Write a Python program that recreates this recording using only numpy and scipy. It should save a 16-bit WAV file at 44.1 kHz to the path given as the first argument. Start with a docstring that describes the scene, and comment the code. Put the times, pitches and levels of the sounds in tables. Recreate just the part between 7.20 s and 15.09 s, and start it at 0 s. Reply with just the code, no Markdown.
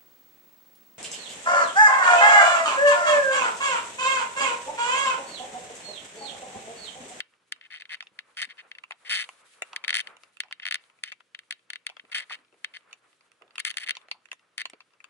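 """Cat petted on a cardboard scratcher

Dry stick-slip creaks and snaps, most likely of a handheld camera's plastic housing, excite the same few body modes
with different strengths at two microphone ports. Lighter ticks ring with random mode strengths, paw bumps are
resonant noise bursts, fur and sleeve rustle as swelling coloured noise, all over a faint room tone with hum.
Clicks leave a short rattle and a weak room echo."""
import sys
import numpy as np
from scipy import signal
from scipy.fft import rfft, irfft
from scipy.io import wavfile
from scipy.ndimage import uniform_filter1d

SR = 44100
rng = np.random.default_rng(int(sys.argv[2]) if len(sys.argv) > 2 else 0)


def persist_wave(psi):
    """Save psi, clipped to +-1, as 16-bit WAV."""
    counts = np.round(np.clip(psi, -1, 1) * 32767).astype(np.int16)
    wavfile.write(sys.argv[1], SR, np.atleast_2d(counts).T)


N = 347949

TOP_HZ = 11000
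CONTACT_S = 0.004  # micro-slips reach this far before and after the main slip


def undb(db):
    """Decibels to gain."""
    return 10 ** (np.asarray(db) / 20)


def unit(x):
    """Scale to a mean energy of one per channel."""
    energy = np.sum(x ** 2, axis=-1)
    return x / np.sqrt(np.mean(energy))


def add(out, start_s, sound):
    """Mix a sound into out, no earlier than its first sample."""
    i = max(int(round(start_s * SR)), 0)
    part = sound[..., :max(N - i, 0)]
    out[..., i:i + part.shape[-1]] += part


def walk(rate_hz):
    """Smooth random wander with a spread near one: held noise, averaged twice."""
    hold = max(int(SR / rate_hz), 2)
    steps = np.repeat(rng.standard_normal(N // hold + 1), hold)
    smooth = uniform_filter1d(uniform_filter1d(steps, hold), hold)
    return 1.3 * smooth[:N]


def stereo_noise(size, width):
    """White noise at two ports; width is the side share against the mid."""
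    mid, side = rng.standard_normal((2, size))
    return np.array([mid + width * side, mid - width * side])


def coloured(points, width):
    """Stereo noise of rms one, shaped by a spectrum of (frequency [Hz], relative level [dB])."""
    hz, db = np.transpose(points)
    bin_hz = np.maximum(np.fft.rfftfreq(N, 1 / SR), 1)
    gain = undb(np.interp(np.log(bin_hz), np.log(hz), db))
    noise = irfft(rfft(stereo_noise(N, width)) * gain, N)
    return noise / noise.std()


def ring(hz, width_hz):
    """Impulse response of one mode, gain one at its centre before the cut at 35 ms."""
    impulse = signal.unit_impulse(int(0.035 * SR))
    b, a = signal.iirpeak(hz, hz / width_hz, fs=SR)
    return signal.lfilter(b, a, impulse)


def gritty(sound, grit, grit_ms):
    """A rough contact lets go in micro-slips round the main one; they build faster than they die."""
    half = int(CONTACT_S * SR)
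    t_ms = 1000 * np.arange(-half, half + 1) / SR
    crowd = np.exp(np.minimum(1.13 * t_ms, -t_ms) / grit_ms)
    micro_slips = unit(rng.standard_normal(len(t_ms)) * crowd)
    push = grit * micro_slips + (t_ms == 0)
    return signal.fftconvolve(sound, push[None], axes=-1)


def tail(x, db, t60_s, dull_hz):
    """Diffuse decay, different at the two ports: dying noise, low-passed."""
    t = np.arange(SR // 2) / SR
    onset = 1 - np.exp(-t / 0.0015)
    response = rng.standard_normal((2, len(t))) * undb(-60 * t / t60_s) * onset
    lowpass = signal.butter(2, dull_hz, fs=SR, output="sos")
    response = signal.sosfilt(lowpass, unit(response))
    return undb(db) * signal.fftconvolve(x, response, axes=-1)[:, :N]


def room_tone():
    """Still air as coloured noise, with the faint hum of an appliance as sines of wandering phase."""
    # air spectrum: (frequency [Hz], relative level [dB])
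    air_points = [(25, -26), (70, -13.5), (120, -4.5), (200, -1.5), (320, 2), (500, 0.5), (850, -11.5),
                  (1300, -4.5), (2000, -3.5), (3000, -3), (5500, -11), (11000, -18)]
    # hum partials: (frequency [Hz], rms level [dB])
    hum_partials = [(120, -96), (178, -97), (474, -91)]
    t = np.arange(N) / SR
    hum = sum(np.sqrt(2) * undb(db) * np.sin(2 * np.pi * hz * t + 0.63 * walk(4.6))
              for hz, db in hum_partials)
    return undb(-75) * coloured(air_points, width=0.45) + hum


def rustle(rub_db, hiss_db, flicker_db, rest_db):
    """Fur, sleeve and paws brush along: strokes swell and fade as a dull rub and a fine hiss, both unsteady."""
    # strokes of hand, sleeve and fur: (middle [s], length [s], relative rub [dB], relative hiss [dB])
    strokes = [(0.0, 0.97, -76, -80), (1.327, 2, -74.5, -75.5), (1.998, 0.58, -62, -59.5),
               (2.46, 1.16, -66.5, -65.5), (2.885, 0.86, -63, -67.5), (3.652, 1.21, -76, -77.5),
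               (5.029, 0.53, -65, -70), (5.7, 1.35, -71.5, -74), (6.602, 1.065, -70, -72),
               (7.802, 1.542, -76, -89)]
    # rub spectrum: (frequency [Hz], relative level [dB])
    rub_points = [(90, -23.5), (200, -14), (350, -9), (520, -1), (750, -4), (1300, 3), (1900, -4.5),
                  (2450, -5), (3300, -18), (6000, -42.5)]
    # hiss spectrum: (frequency [Hz], relative level [dB])
    hiss_points = [(700, -27.5), (1700, 4), (2500, 2.5), (3800, 2), (5500, -4.5), (9500, 0.5),
                   (11500, -5.5)]
    t = np.arange(N) / SR
    swells = np.array([np.cos(np.pi * np.clip((t - middle_s) / length_s, -0.5, 0.5)) ** 2
                       for middle_s, length_s, _, _ in strokes])
    _, _, *levels_db = np.transpose(strokes)
    # overlapping strokes and the rest level add in power
    rub, hiss = np.sqrt(undb(rest_db) ** 2 + undb(levels_db) ** 2 @ swells ** 2)
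    dull = rub * undb(rub_db + flicker_db * walk(25)) * coloured(rub_points, width=0.58)
    fine = hiss * undb(hiss_db + flicker_db * walk(40)) * coloured(hiss_points, width=0.92)
    return dull + fine


def bumps(width):
    """Padded paw blows: decaying noise through one broad resonance, twice, cut at 0.25 s."""
    # soft blows: (time [s], relative peak [dB], resonance [Hz], t60 of the push [s])
    blows = [(0.916, -63.5, 209, 0.0539), (1.272, -63, 231, 0.077), (1.71, -43.5, 903.2, 0.11),
             (2.535, -42.5, 1140, 0.24), (3.238, -54, 840, 0.19), (4.72, -54, 900, 0.0698),
             (4.838, -55.5, 400, 0.068), (5.107, -33.5, 1138, 0.037), (5.17, -68, 282, 0.51),
             (5.328, -56.5, 442.4, 0.2), (6.213, -53.5, 480.2, 0.35), (6.944, -51.5, 915, 0.14),
             (7.455, -51, 610, .05), (7.533, -43, 473, 0.054)]
    out = np.zeros((2, N))
    t = np.arange(SR // 4) / SR
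    for start_s, db, hz, t60_s in blows:
        push = stereo_noise(len(t), width) * undb(-60 * t / t60_s)
        width_hz = min(470, 0.8 * hz)  # per pass
        b, a = signal.iirpeak(hz, hz / width_hz, fs=SR)
        thud = signal.lfilter(b, a, signal.lfilter(b, a, push))
        add(out, start_s, undb(db) * thud / abs(thud).max())
    return out


def faint_ticks(count, db, spread_db, low_db, high_db):
    """Rows of mostly faint ticks at random moments, of random level."""
    return [
        (when * N / SR, db + spread_db * size, low_db, high_db) for when, size in rng.random((count, 2))]


def ticks(rows, vary, width, left_db, grit, grit_ms):
    """Each tick scuffs another spot, so the modes come with new strengths and signs."""
    # tick modes: (frequency [Hz], width [Hz], relative level [dB])
    tick_modes = [(503, 510, -11), (784, 360, -6.5), (1007, 120, -5.5), (1335.8, 180, -1),
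                  (1881.6, 420, -2), (2331.5, 480, -1), (2685, 200, -0.5), (2970, 470, -7), (3480, 180, -9),
                  (4490, 380, -12.5), (5760, 470, -5.5), (6850, 320, -1), (8490.2, 770, -10),
                  (9680, 2800, -2)]
    hz, _, db = np.transpose(tick_modes)
    rings = np.array([unit(ring(f, w)) for f, w, _ in tick_modes]) * undb(db)[:, None]
    band = np.digitize(hz, [1500, 5000])  # 0 lows, 1 mids, 2 treble
    cuts = [((500, 1700), "band"), ((1400, 5200), "band"), (4800, "high")]
    filters = [signal.butter(2, cut, kind, fs=SR, output="sos") for cut, kind in cuts]
    out = np.zeros((2, N))
    for start_s, mid_db, low_db, high_db in rows:
        sign, size, side = rng.standard_normal((3, len(hz)))
        # the ports differ more in the high modes
        apart = width * side * hz / (hz + 1500)
        shapes = np.sign(sign) * np.exp(vary * size) * np.array([1 + apart, 1 - apart])
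        for k, band_db in enumerate([low_db, 0, high_db]):
            scuff = gritty((shapes * (band == k)) @ rings, grit, grit_ms)
            part = signal.sosfilt(filters[k], scuff)
            add(out, start_s - CONTACT_S, undb(mid_db + band_db) * unit(part))
    return out * undb([[left_db], [0]])


def after_ring(x):
    """Two lightly damped modes that outlast the snaps and creaks."""
    # lingering modes: (frequency [Hz], level [dB], t60 [s])
    long_modes = [(2296, -38, 0.3641), (2720, -33.5, 0.11)]
    t = np.arange(SR // 2) / SR
    response = sum(undb(db) * unit(np.sin(2 * np.pi * hz * t) * undb(-60 * t / t60_s))
                   for hz, db, t60_s in long_modes)
    return signal.fftconvolve(x, response[None], axes=-1)[:, :N]


def creak_slips(jitter, scatter_db):
    """Stick-slip at uneven intervals while the force swells and eases; a longer stick ends in a harder slip."""
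    # runs of slips: (start [s], end [s], slip rate [1/s], relative crest level [dB],
    # place of the crest [0-1], relative drive of the high modes [dB])
    creak_runs = [(0.425, 0.47, 235, -28, 0.9, -25), (0.505, 0.586, 170, -16.5, .45, -8),
                  (0.6005, 0.628, 110, -14.5, 0.8, -11), (0.694, 0.752, 191, -11, 0.89, -7.5),
                  (1.171, 1.255, 174, -6, 0.68, -.5), (1.291, 1.325, 257, -20.5, 0.38, -11.5),
                  (1.38, 1.415, 266, -21, 0.35, -13), (1.85, 1.89, 289.67, -19, 0.72, -4),
                  (1.8956, 2.028, 215, -1.5, 0.1, 1.5), (2.032, 2.05, 151, -12, 0.01, -2.5),
                  (2.78, 2.817, 135, -1.5, 0.01, 4), (3.422, 3.44, 227.2, -14, 0.7, -17),
                  (3.846, 3.908, 208, -21, 0.54, -5), (4.918, 4.934, 210, -9.5, 0.63, -2.5),
                  (4.947, 5.006, 224, -4.5, 0, 0), (5.012, 5.044, 290, -20.5, 0.38, -3),
                  (5.098, 5.154, 196, -11.5, 0.52, -5), (5.539, 5.575, 147, -15.5, 0.8, -8),
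                  (6.395, 6.407, 224, -4.5, 0.21, 11.5), (6.454, 6.487, 450, -10, 0.67, 5),
                  (6.496, 6.517, 163, -6, .3, 8.5), (6.6, 6.649, 221, -13.5, 0.84, 4.5),
                  (6.6634, 6.677, 162, -9.5, 0.87, -3), (7.388, 7.416, 160, -8.5, 0.52, -1)]
    rise_db, fall_db = 7, 9.5
    slips = []
    for start_s, end_s, rate_hz, top_db, crest, bright_db in creak_runs:
        chance = rng.standard_normal((64, 2))
        waits = np.exp(jitter * chance[:, 0])  # in mean slip periods, roughly
        times_s = start_s + (np.cumsum(waits) - waits[0]) / rate_hz
        place = (times_s - start_s) / (end_s - start_s)
        force_db = np.interp(place, [0, crest, 1], [-rise_db, 0, -fall_db])
        db = top_db + force_db + scatter_db * chance[:, 1] + 10 * np.log10(waits)
        slips += [(s, slip_db, bright_db) for s, slip_db in zip(times_s, db) if s < end_s]
    return slips


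def housing(slips, vary, port_vary, grit, grit_ms, treble_db):
    """Every slip rings the same modes, a little differently each time; brighter ones drive the high modes harder."""
    # housing modes: (frequency [Hz], width [Hz], signed swing at left port, signed swing at right port)
    body_modes = [(718, 77, 0.18, 0.34), (1242, 128, -0.5, -1.0), (1453, 89, 2, 1.3), (1679, 177, 3.5, 3),
                  (1838, 242, -1.03, -3.5), (2005, 320, -6.5, -3.5), (2031, 63, 1, 2.5),
                  (2260, 109, 6, -1.5), (2340, 707, -1.13, 4), (2754, 205, 4.5, -2.5),
                  (2820, 40, -0.2, -2.5), (2974, 171, 4, 0.98), (3102, 251, 6.5, -13), (3151, 285, -7, 7.5),
                  (3800, 25, -2.7, 2), (3613, 220.52, 1.68, 2.5), (3980, 110, 0.13, -2),
                  (4270, 320, 3, -0.3), (4590, 81, -1.1, -0.36), (4696, 260, -1, -0.4),
                  (4960, 350, -0.47, 0.57), (5200, 300, -0.63, 0.91), (6040, 195, 0.1, 0.63),
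                  (6480, 330, -0.66, 0.1), (7970, 762, 2.51, 4.01), (8001, 823, -3.01, -4.01),
                  (9301, 321, 1.98, 0.51), (9305, 436, -2.01, -0.78), (10790, 620, -0.75, -0.21),
                  (10455, 750, 0.74, 0.39)]
    hz, _, left, right = np.transpose(body_modes)
    rings = np.array([ring(f, width_hz) for f, width_hz, _, _ in body_modes])
    shapes = np.array([left, right])
    high = np.interp(hz, [2500, 8000], [0, 1])
    grid_hz = np.linspace(0, TOP_HZ, 12)
    out = np.zeros((2, N))
    for start_s, db, bright_db in slips:
        # the slipping spot shifts: neighbouring modes change alike, and lean to one port or the other
        chance = rng.standard_normal((2, len(grid_hz)))
        spot, lean = (np.interp(hz, grid_hz, row) for row in chance)
        change = np.exp(vary * spot + port_vary * np.array([lean, -lean]))
        drive = undb((bright_db + treble_db) * high) * change
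        slip = gritty((shapes * drive) @ rings, grit, grit_ms)
        add(out, start_s - CONTACT_S, undb(db) * unit(slip))
    return out


def scene():
    """Snaps, creaks and ticks with their short rattle and weak room echo, over the soft sounds."""
    # single snaps and quick volleys: (time [s], relative energy [dB], relative drive of the high modes [dB])
    snap_rows = [(0.002, -2.5, -2.5), (0.3225, -3, 5), (0.412, -21.5, -18), (0.6543, -20.5, -17),
                 (0.8066, -9.5, -10.5), (0.9898, -9, -7.5), (1.5155, -13, -15.5), (1.5849, -16.5, -8),
                 (1.7207, -13, -15), (2.5621, -2.5, 1.5), (2.6463, -6, -11.5), (2.6803, 2, 0),
                 (2.693, 1.5, -9), (2.7053, 2.5, -0.5), (2.7287, -1, -13), (2.7428, 2.5, 5), (2.7525, 2, 4),
                 (2.7618, -2.5, 6), (2.7689, 2.5, 6), (2.872, -12, -4), (3.2037, 0, 6),
                 (3.3254, -6.5, -2.5), (3.3988, -14.5, -20), (3.4541, -4, -9), (3.4656, -3, -4),
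                 (3.4766, -7.5, -6), (3.4856, -6.5, -2), (3.5109, -0.5, -1.5), (3.5237, -1, 0),
                 (3.5435, 0.5, 3), (3.5552, -5, -2), (3.837, -2.5, 3.5), (3.9188, -13.5, -7),
                 (4.1483, -11.5, -11.5), (4.1905, -16.5, -0.5), (4.3087, -3.5, 3.5), (4.3245, -9.5, 0),
                 (4.5028, -7.5, 1), (4.5334, -9.5, 0), (4.5577, -10.5, -6.5), (4.667, -2.5, 5),
                 (4.7966, -16.5, -22), (5.4455, -2.5, -1.5), (6.4506, 1.5, 6.5), (6.5708, -1.5, 7),
                 (6.5828, -5.5, 6), (6.6869, -5, -0.5), (6.6936, 0, 0), (6.7076, 1, 1.5), (7.3801, -4, 6),
                 (7.4164, -6, 1.5)]
    # lighter ticks: (time [s], relative mids [dB], lows minus mids [dB], treble minus mids [dB])
    tick_rows = [(0.8261, -18, -7.5, -17), (0.8703, -22, -29, -32), (1.5513, -20, -25, -26),
                 (1.6381, -14, -7.5, -25.5), (1.7088, -9.5, -6.5, -18.5), (2.0905, -15, -2.5, -11),
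                 (2.4219, -3, -6.5, -10), (2.532, -16, 0, -17), (2.6402, -8, -10, -22),
                 (2.9682, -27.5, -6, -9), (3.0355, -24.5, -5, -6.5), (3.1702, -23, -12, -11.5),
                 (3.2357, -19, -9, -26), (3.3117, -19, -2.5, -21), (3.9237, -12, -12.5, -15),
                 (4.006, -29, 0, -20), (4.6921, -19.5, -7, -17), (4.699, -17, -4.5, -16),
                 (4.7682, -20, -1.5, -19), (5.73, -15.5, -12, -8.5), (6.118, -33, -8.5, -5),
                 (6.221, -27, 0, -19), (6.357, -17, -13.5, -9.5), (6.3814, -4.5, -12, -14),
                 (6.542, -19, -19, -17), (6.7529, -16.5, -24, -13), (6.7691, -12.5, -8.5, -15),
                 (6.8855, -26, -2, -17), (6.9144, -2.5, -15.5, -15.5), (7.0565, -24.5, -12.5, -12),
                 (7.1167, -7.5, -19, -14.5), (7.1301, -18.5, -6.5, -5), (7.4556, -5.5, -11, -13.5),
                 (7.4996, -23.5, -12, -0.5), (7.5347, -22.5, -5.5, -20), (7.6059, -22.5, -6, -25),
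                 (7.8036, -25, -9, -20), (7.8428, -19, -6.5, -12)]
    snaps = undb(-0.1) * housing(snap_rows, vary=0.099, port_vary=0.097, grit=0.23, grit_ms=2.1,
                                 treble_db=0.8)
    slips = creak_slips(jitter=0.2, scatter_db=1.5)
    creaks = undb(0.5) * housing(slips, vary=0.28, port_vary=0.11, grit=0.63, grit_ms=2.8,
                                 treble_db=-1.0)
    tiny_rows = faint_ticks(count=90, db=-45.5, spread_db=13.5, low_db=-7, high_db=-18.5)
    light = undb(-1.24) * ticks(tick_rows + tiny_rows, vary=0.28, width=1.81, left_db=0.2,
                                grit=1.37, grit_ms=0.93)
    clicks = snaps + creaks + light
    rattle = tail(clicks, db=-11, t60_s=0.031, dull_hz=5500)
    echo = tail(clicks, db=-24.5, t60_s=0.3, dull_hz=4600)
    # a scuff drags on for a moment after the first touch
    drag = tail(light, db=-10.5, t60_s=0.063, dull_hz=8000)
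    brush = rustle(rub_db=4.0, hiss_db=0.5, flicker_db=4.0, rest_db=-80)
    soft = undb(2.0) * bumps(width=0.26) + brush
    return clicks + rattle + echo + after_ring(snaps + creaks) + drag + soft + room_tone()


def record(dry):
    """The recorder cuts the top with a steep elliptic low-pass."""
    lowpass = signal.ellip(7, 0.3, 60, TOP_HZ, fs=SR, output="sos")
    return signal.sosfilt(lowpass, dry)


dry = scene()
out = record(dry)
persist_wave(out)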